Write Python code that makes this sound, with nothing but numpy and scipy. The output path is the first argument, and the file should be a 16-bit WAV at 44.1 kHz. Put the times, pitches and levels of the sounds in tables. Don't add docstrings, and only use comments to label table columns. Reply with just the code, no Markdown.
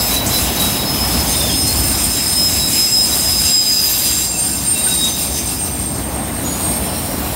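import sys
import numpy as np
from scipy import signal
from scipy.fft import rfft, irfft, next_fast_len
from scipy.io import wavfile
from scipy.ndimage import uniform_filter1d, map_coordinates

SR = 44100
rng = np.random.default_rng(int(sys.argv[2]) if len(sys.argv) > 2 else 0)


def dump(signal):
    limited = np.clip(np.atleast_2d(signal).T, -1, 1)
    pcm = np.round(limited * 32767).astype(np.int16)
    wavfile.write(sys.argv[1], SR, pcm)


def natural_amplitude(level_db):
    exponent = np.asarray(level_db, float) / 20
    return 10 ** exponent


N = 324135

# rest_hz, doppler_share, passing_s, bend_s
PASSING_MODES = [
    (4962, 0.0425, 3.87, 0.92),
    (8668, 0.0082, 5.24, 0.12),
    (7471, 0.0088, 3.85, 0.11),
    (7548, 0.0301, 3.59, 0.76),
    (6178, 0.0422, 5.2, 0.9),
    (3749, 0.0441, 5.24, 0.96),
    (13462, 0.0337, 3.85, 0.63),
]
# width_hz, level_db
MODE_SCRAPE = [(239.9, -4.5), (199.3, -3), (149, -1.5), (146, -1), (152, -1.5), (131, -3.5), (97, -8)]
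GRIP_FALTER_DB = [3.5, 3.5, 3, 4, 5.5, 7, 4]
GRIP_SURGE_DB = [1.6, 3.4, 2.3, 2, 2.5, 4.9, 1]

# peak_s, half_length_s, level_db
FIRST_MAIN = [(.06, 0.094, -25), (.35, 0.044, -26), (.55, .2, -30.5), (1.0, 0.28, -24.5),
              (1.38, 0.083, -23.5), (1.6, 0.11, -21.5), (1.76, 0.078, -24.5), (2.2, 0.43, -24),
              (2.45, 0.15, -20), (2.66, .05, -24), (2.82, .08, -17.5), (2.98, 0.084, -14.5),
              (3.14, .07, -23.5), (3.32, .12, -17.5), (3.58, 0.1, -15), (3.78, 0.12, -15.5),
              (4.08, 0.21, -24.5), (4.45, 0.15, -34.5), (5.0, 0.75, -38)]
# peak_s, half_length_s, level_db
SECOND_THROUGH_RAIL = [(1.65, 0.13, -23), (1.97, .16, -20.5), (2.35, 0.12, -24), (2.999, .7, -28.5),
                       (4.15, 0.19, -25), (4.45, 0.12, -21), (4.85, .22, -18.5), (5.35, 0.38, -28),
                       (5.63, 0.043, -22), (5.83, 0.098, -24), (6.2, 0.71, -30), (6.7, .07, -23),
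                       (7.0, .4, -33.5)]
# peak_s, half_length_s, level_db
FIRST_THROUGH_RAIL = [
    (2.15, .25, -30),
    (2.85, .4, -26),
    (3.53, .13, -20.5),
    (4.3, 0.58, -29),
    (5.0, .07, -30),
    (5.35, .1, -36),
    (5.8, .3, -43),
]
# peak_s, half_length_s, level_db
FIRST_UPPER_MODE = [
    (2.5, .5, -33.5),
    (3.6, 0.74, -29.5),
    (4.15, 0.18, -28),
]
# peak_s, half_length_s, level_db
SECOND_MAIN = [
    (3.4, .1, -33),
    (4.0, .5, -33.5),
    (5.11, 0.063, -29.5),
    (5.4, 0.11, -34),
    (5.7, 0.31, -42),
]
# peak_s, half_length_s, level_db
SECOND_LOWER_MODE = [
    (2.2, 0.11, -37),
    (2.65, .2, -35),
    (3.502, .6, -38.5),
    (4.83, .08, -32),
    (5.02, 0.11, -26),
    (5.3, .25, -41),
]
# peak_s, half_length_s, level_db
FIRST_TOP_MODE = [
    (3.2, .1, -31),
    (3.42, .08, -41),
    (3.92, 0.12, -22),
]

# start_s, end_s, pitch_hz, glide_hz, level_db
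CHIRPS = [(0, 0.1, 7670, -5, -29), (0, 0.15, 13300, -100, -31), (0, 0.6, 14247, 5, -39),
          (0, 0.3, 13631, -10, -32), (0.1, 0.26, 3930, -5, -25.5), (0.1, 0.45, 15278, 0, -35),
          (0.3, 0.5, 13164, -52, -32), (0.3, 0.47, 4000, -25, -28), (0.56, 0.85, 3880, -17, -25),
          (0.65, 0.8, 14830, -51, -35), (0.9, 1.2, 13626, -10, -38), (0.95, 1.7, 8418, -51, -53),
          (1.25, 1.57, 8900, -100, -26.5), (1.26, 1.35, 6350, 10, -28.5), (1.6, 2.2, 13632, -1, -33),
          (1.33, 1.45, 3600, -12, -32.5), (1.4, 1.6, 3570, -30, -28), (1.5, 1.62, 6411, -64, -31),
          (1.66, 1.73, 4250, 8, -29.5), (1.7, 1.92, 8379, -79, -36), (1.7, 1.9, 7300, -42, -33),
          (3.203, 4.3, 8830, -20, -34), (3.438, 3.514, 2764, 10, -36), (3.5, 4.2, 10023, -100, -41),
               (3.7, 3.9, 15630, -140, -36), (3.9, 4.02, 14526, -100, -36), (4.301, 5.1, 8720, 0, -35),
               (4.4, 5, 1540, -16, -48), (4.86, 4.98, 1510, -4, -38), (4.743, 4.82, 2700, 11, -35),
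               (5.035, 5.12, 4990, -20, -35), (5.03, 5.3, 14410, -140, -40), (6.5, 7.2, 8950, 5, -36),
               (6.435, 6.747, 6810, 3, -31.5), (6.649, 7.35, 5300, -52.5, -41), (6.7, 6.9, 11809, -29, -37),
               (6.797, 7.35, 5280, -25.5, -48), (6.95, 7.2, 14744, -28, -35),
               (7.15, 7.45, 14617, -60.5, -33),
          (0.783, 0.863, 3870, -8, -38), (1.493, 1.55, 3280, -30, -30), (3.3, 3.703, 3830, -23, -38),
                (3.85, 4.25, 3900, -35, -39), (4.344, 4.39, 2660, 0, -33.5), (3.76, 3.8, 2700, 0, -40),
                (3.898, 3.95, 2690, 0, -38), (4.02, 4.06, 2690, 2, -37.5), (4.19, 4.23, 2690, 5, -34),
                (4.51, 4.555, 2680, 2, -37), (6.5, 6.586, 10300, 6, -35), (6.601, 7.6, 4050, -20, -46.5),
                (6.697, 7.3, 9600, -20, -38), (6.9, 7.607, 5640, 6, -43), (4.66, 4.7, 2690, -2, -41),
                (4.884, 4.93, 2690, 9, -34)]

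# time_s, hiss_db
FLANGE_PRESSURE = [(0.0, -22.5), (.72, -21.5), (.78, -25.5), (1.19, -25), (1.28, -24.5), (2.7, -23.5),
                   (3.0, -24.5), (3.16, -23), (3.48, -22.5), (3.6, -26), (3.78, -24), (4.23, -23.5),
                   (4.3, -30), (4.94, -26), (6.06, -35.5), (6.42, -35), (6.46, -29.5), (7.35, -30.5)]
# time_s, half_length_s, depth_db
FLANGE_LIFTS = [
    (.06, 0.022, 3),
    (0.224, 0.04, 10.5),
    (.515, 0.032, 6),
    (0.766, 0.036, 3),
    (3.554, .05, 2),
    (5.0, 0.018, -2),
    (5.9, 0.033, 2),
    (6.356, .07, 1.5),
]
# time_s, level_above_hiss_db
RIM_RINGING = [(0, -4.5), (.5, -4.5), (.85, -12), (1.3, -4), (2.7, -4), (4.2, -1.5), (5.6, -3.5),
               (6.3, -12), (7.35, -21)]
# centre_hz, width_hz, level_db
RIM_RESONANCES = [(2690, 120, 1), (3860, 98, 1.5), (5100, 300, 3.5), (6250, 590, -1.5), (7510, 330, 1),
                  (8470, 260, -5.5), (10000, 230, -2), (11050, 230, -2)]
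# frequency_hz, density_db_per_hz
HISS_SPECTRUM = [(2500, -9), (4000, -4), (6500, -7.5), (9000, -0.5), (12000, -1), (14000, -4), (16000, -10)]
# frequency_hz, density_db_per_hz
AIR_SPECTRUM = [(6000, -42), (10000, -7), (13000, -5.5), (16000, 2)]
# frequency_hz, density_db_per_hz
SCUFF_SPECTRUM = [(900, -21), (1700, -5.5), (2700, -0.5), (4200, -2.5), (7000, -9), (10000, -14)]
# time_s, centre_hz, level_db
FLANGE_CATCHES = [
    (.262, 7200, -15),
    (1.176, 7700, -35),
    (1.226, 8000, -21),
    (1.67, 8400, -16),
    (5.04, 7000, -18),
    (5.47, 7300, -23),
]

# time_s, rolling_db
ROLLING_LEVEL = [(0.0, -27.5), (0.57, -25.5), (0.63, -26.5), (1.08, -26), (3.01, -34), (3.09, -32),
                 (3.5, -33.5), (3.54, -38.5), (4.07, -34), (5.85, -31), (6.39, -27.5), (7.35, -28)]
# peak_s, half_length_s, level_db
WAGON_BOOMS = [
    (.28, .1, -24),
    (1.2, 0.39, -26.5),
    (1.75, .3, -22),
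    (2.4, 0.33, -28),
    (3.35, 0.22, -31.5),
    (5.9, .35, -27.5),
]
# frequency_hz, density_db_per_hz
THROB_SPECTRUM = [(18, -50), (30, -30), (45, -16), (55, -3.5), (62, 1), (70, -0.5), (90, -4.5),
                  (130, -11.5), (200, -44)]
# frequency_hz, density_db_per_hz
RUMBLE_SPECTRUM = [(30, -60), (60, -7), (110, -4.5), (180, -0.5), (290, -1.5), (400, -10.5), (600, -37.5)]
# frequency_hz, density_db_per_hz
ROLLING_SPECTRUM = [(60, -60), (250, -41), (420, -3), (700, 1.5), (1000, -4), (1500, -11), (2200, -13),
                    (4000, -29.5)]

SWELL_DROP_DB, SWELL_SHAPE = 8, 2.2
WHEEL_TURN_HZ, BENT_PEAK_S, BENT_HALF_S, BENT_DB = 6.59, 5.52, 0.71, 3
STEP_S = .002


def squeals():
    out = np.zeros(N)
    swell_tables = [FIRST_MAIN, SECOND_THROUGH_RAIL, FIRST_THROUGH_RAIL, FIRST_UPPER_MODE,
                    SECOND_MAIN, SECOND_LOWER_MODE, FIRST_TOP_MODE]
    modes = zip(PASSING_MODES, swell_tables, MODE_SCRAPE, GRIP_FALTER_DB, GRIP_SURGE_DB)
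    for (rest_hz, share, passing_s, bend_s), rows, (width_hz, halo_db), falter_db, surge_db in modes:
        grip = swells(rows)
        lasting = uniform_filter1d(grip, size=SR // 2)
        heard = np.flatnonzero(lasting > 1e-5)
        along = (heard / SR - passing_s) / bend_s
        hz = rest_hz * (1 - share * along / np.sqrt(1 + along ** 2))

        uneven_grip = (grip * natural_amplitude(surge_db * wobble(22)))[heard]
        line = uneven_grip * singing(hz, flutter_db=falter_db, drift_hz=3.92)

        scrape_real = wobble(2 * width_hz, size=len(hz))
        scrape_imag = wobble(2 * width_hz, size=len(hz))
        scrape = unit(scrape_real + 1j * scrape_imag)
        echoed_hz = (hz + rest_hz) / 2
        carrier = singing(echoed_hz, flutter_db=3.5, drift_hz=30.08)
        halo = natural_amplitude(halo_db) * lasting[heard] * scrape * carrier
        out[heard] += np.real(line + halo)
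    return out


def chirps(rows, smear):
    out = np.zeros(N + SR)
    for start_s, end_s, hz, glide_hz, level_db in rows:
        u = np.linspace(0, 1, int((end_s - start_s) * SR) + 900)
        attack = np.clip(u / 0.061, 0, 1)
        release = np.clip((1 - u) / 0.56, 0, 1) ** 0.85
        scrape_real = wobble(.04 * hz, size=len(u))
        scrape_imag = wobble(.04 * hz, size=len(u))
        scrape = smear * (scrape_real + 1j * scrape_imag)
        tone = singing(hz + glide_hz * u, flutter_db=5, drift_hz=.0012 * hz)
        chirp = natural_amplitude(level_db + .2) * attack * release * np.real(tone * (1 + scrape))
        out[max(int(start_s * SR), 0):][:len(u)] += chirp
    return out[:N]


def far_wheels(count):
    when, life, mode, strength = rng.random((count, 4)).T
    start_s = when * N / SR
    end_s = start_s + 0.066 + 0.41 * life ** 2
    hz = 3000 + 12600 * mode ** .7
    glide_hz = -.004 * hz * strength
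    level_db = -16 + 4.4 * strength
    rows = np.transpose([start_s, end_s, hz, glide_hz, level_db])
    return natural_amplitude(-30 + .8 * eased(.6)) * chirps(rows, smear=.15)


def flanges():
    hiss_db, ring_db = pressure(), curve(RIM_RINGING)
    air_db = -24.5 + 0.65 * eased(0.14)
    scuff_db = -32 + 0.79 * eased(0.65) + 0.69 * nearness()
    chatter = wobble(14)

    hiss_gain = natural_amplitude(hiss_db + 2.0 + 1.2 * chatter + 1.4 * wobble(60))
    hiss = hiss_gain * rush(slope(HISS_SPECTRUM), patchy_db=1.5)
    ring_gain = natural_amplitude(hiss_db + ring_db + 2.5 + 0.52 * chatter)
    ring = ring_gain * rush(rim_response, patchy_db=3.5)
    air = natural_amplitude(air_db + .4 * chatter) * rush(slope(AIR_SPECTRUM), patchy_db=-1.5)
    scuff_gain = natural_amplitude(scuff_db + 1.0 * chatter + 0.62 * wobble(6.5))
    scuff = scuff_gain * rush(slope(SCUFF_SPECTRUM), patchy_db=3.0)
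    return hiss + ring + air + scuff


def rim_response(hz):
    total = 0
    for centre_hz, width_hz, level_db in RIM_RESONANCES:
        detuning = np.abs(centre_hz * centre_hz - hz * hz + 1j * hz * width_hz)
        total = total + natural_amplitude(level_db) * hz * width_hz / detuning
    return total ** 2


def pressure():
    beat = np.cos(2 * np.pi * WHEEL_TURN_HZ * (np.arange(N) / SR - BENT_PEAK_S))
    lifted_db = smooth(sum(db * np.exp(-bell(s, half_s)) for s, half_s, db in FLANGE_LIFTS))
    bent_db = BENT_DB * smooth(np.exp(-bell(BENT_PEAK_S, BENT_HALF_S)))
    return curve(FLANGE_PRESSURE) - lifted_db + bent_db * beat


def eased(over_s):
    return uniform_filter1d(pressure(), size=int(over_s * SR)) - pressure().mean()


def catches():
    out, t = np.zeros(N + SR), np.arange(SR // 10) / SR
    for start_s, hz, level_db in FLANGE_CATCHES:
        band = signal.butter(2, [hz * .82, hz * 1.26], "bandpass", fs=SR, output="sos")
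        spit = unit(signal.sosfilt(band, rng.standard_normal(len(t))))
        envelope = natural_amplitude(level_db - 60 * t / 0.15) * (1 - np.exp(-t / 0.00075))
        out[int(start_s * SR):][:len(t)] += envelope * spit
    return out[:N]


def wagons():
    boom, near_db = swells(WAGON_BOOMS), nearness()
    throb_gain = np.hypot(boom, natural_amplitude(-30.5 + 0.87 * near_db)) * natural_amplitude(0.25 * wobble(9.9))
    throb = throb_gain * rush(slope(THROB_SPECTRUM), patchy_db=-0.6)
    rumble_gain = np.hypot(natural_amplitude(-7.5) * boom, natural_amplitude(-26.5 + 0.74 * near_db)) * natural_amplitude(.8 * wobble(6))
    rumble = rumble_gain * rush(slope(RUMBLE_SPECTRUM), patchy_db=0.35)
    rolling_gain = natural_amplitude(curve(ROLLING_LEVEL) + .3 + 0.93 * wobble(7.8))
    rolling = rolling_gain * rush(slope(ROLLING_SPECTRUM), patchy_db=1.3)
    return throb + rumble + rolling


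def nearness():
    level_db = curve(ROLLING_LEVEL)
    return level_db - level_db.mean()


def singing(hz, flutter_db, drift_hz):
    pitch_hz = hz + drift_hz * wobble(30, size=len(hz))
    falter = np.minimum(wobble(40, size=len(hz)), .6)
    phase = 2 * np.pi * np.cumsum(pitch_hz) / SR
    return np.sqrt(2) * natural_amplitude(flutter_db * falter) * np.exp(1j * phase)


def swells(rows):
    power = 0
    for peak_s, half_s, level_db in rows:
        swell_db = level_db - SWELL_DROP_DB * bell(peak_s, half_s)
        power = power + natural_amplitude(2 * np.maximum(swell_db, -200))
    return smooth(np.sqrt(power))


def bell(peak_s, half_s):
    return np.abs((np.arange(0, N / SR, STEP_S) - peak_s) / half_s) ** SWELL_SHAPE


def smooth(steps):
    return np.interp(np.arange(N) / SR / STEP_S, np.arange(len(steps)), steps)


def curve(rows):
    time_s, values = np.transpose(rows)
    return np.interp(np.arange(N) / SR, time_s, values)


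def wobble(rate_hz, size=N):
    knots = rng.standard_normal(int(size * rate_hz / SR) + 4)
    return map_coordinates(knots, [np.arange(size) * rate_hz / SR], order=1)


def rush(response, patchy_db):
    z = signal.stft(rng.standard_normal(N), nperseg=512)[2]
    field = uniform_filter1d(rng.standard_normal(z.shape), 8, 0)
    field = uniform_filter1d(field, 10, 1)
    noise = signal.istft(z * natural_amplitude(patchy_db * unit(field)), nperseg=512)[1][:N]
    m = next_fast_len(N + 8192)
    hz = np.fft.rfftfreq(m, 1 / SR) + 1
    return unit(irfft(rfft(noise, m) * response(hz), m)[:N])


def slope(points):
    f, db = np.transpose(points)
    return lambda hz: natural_amplitude(np.interp(np.log(hz), np.log(f), db))


def unit(x):
    return x / np.sqrt(np.mean(np.abs(x) ** 2) + 1e-20)


def scene():
    short_squeals = chirps(CHIRPS, smear=0.61)
    wheels = squeals() + short_squeals + far_wheels(count=340)
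    train = wheels + flanges() + catches() + wagons()
    return np.array([train, train])


def roll_off(x):
    return signal.sosfilt(signal.butter(12, 16950, fs=SR, output="sos"), x)


def record(dry):
    held = dry / (1 + np.abs(dry / 0.64) ** 4) ** (1 / 4)
    in_band = np.fft.rfftfreq(N, 1 / SR) < 15760
    kept = irfft(rfft(held) * in_band, N)
    return roll_off(kept)


dry = scene()
out = record(dry)
dump(out)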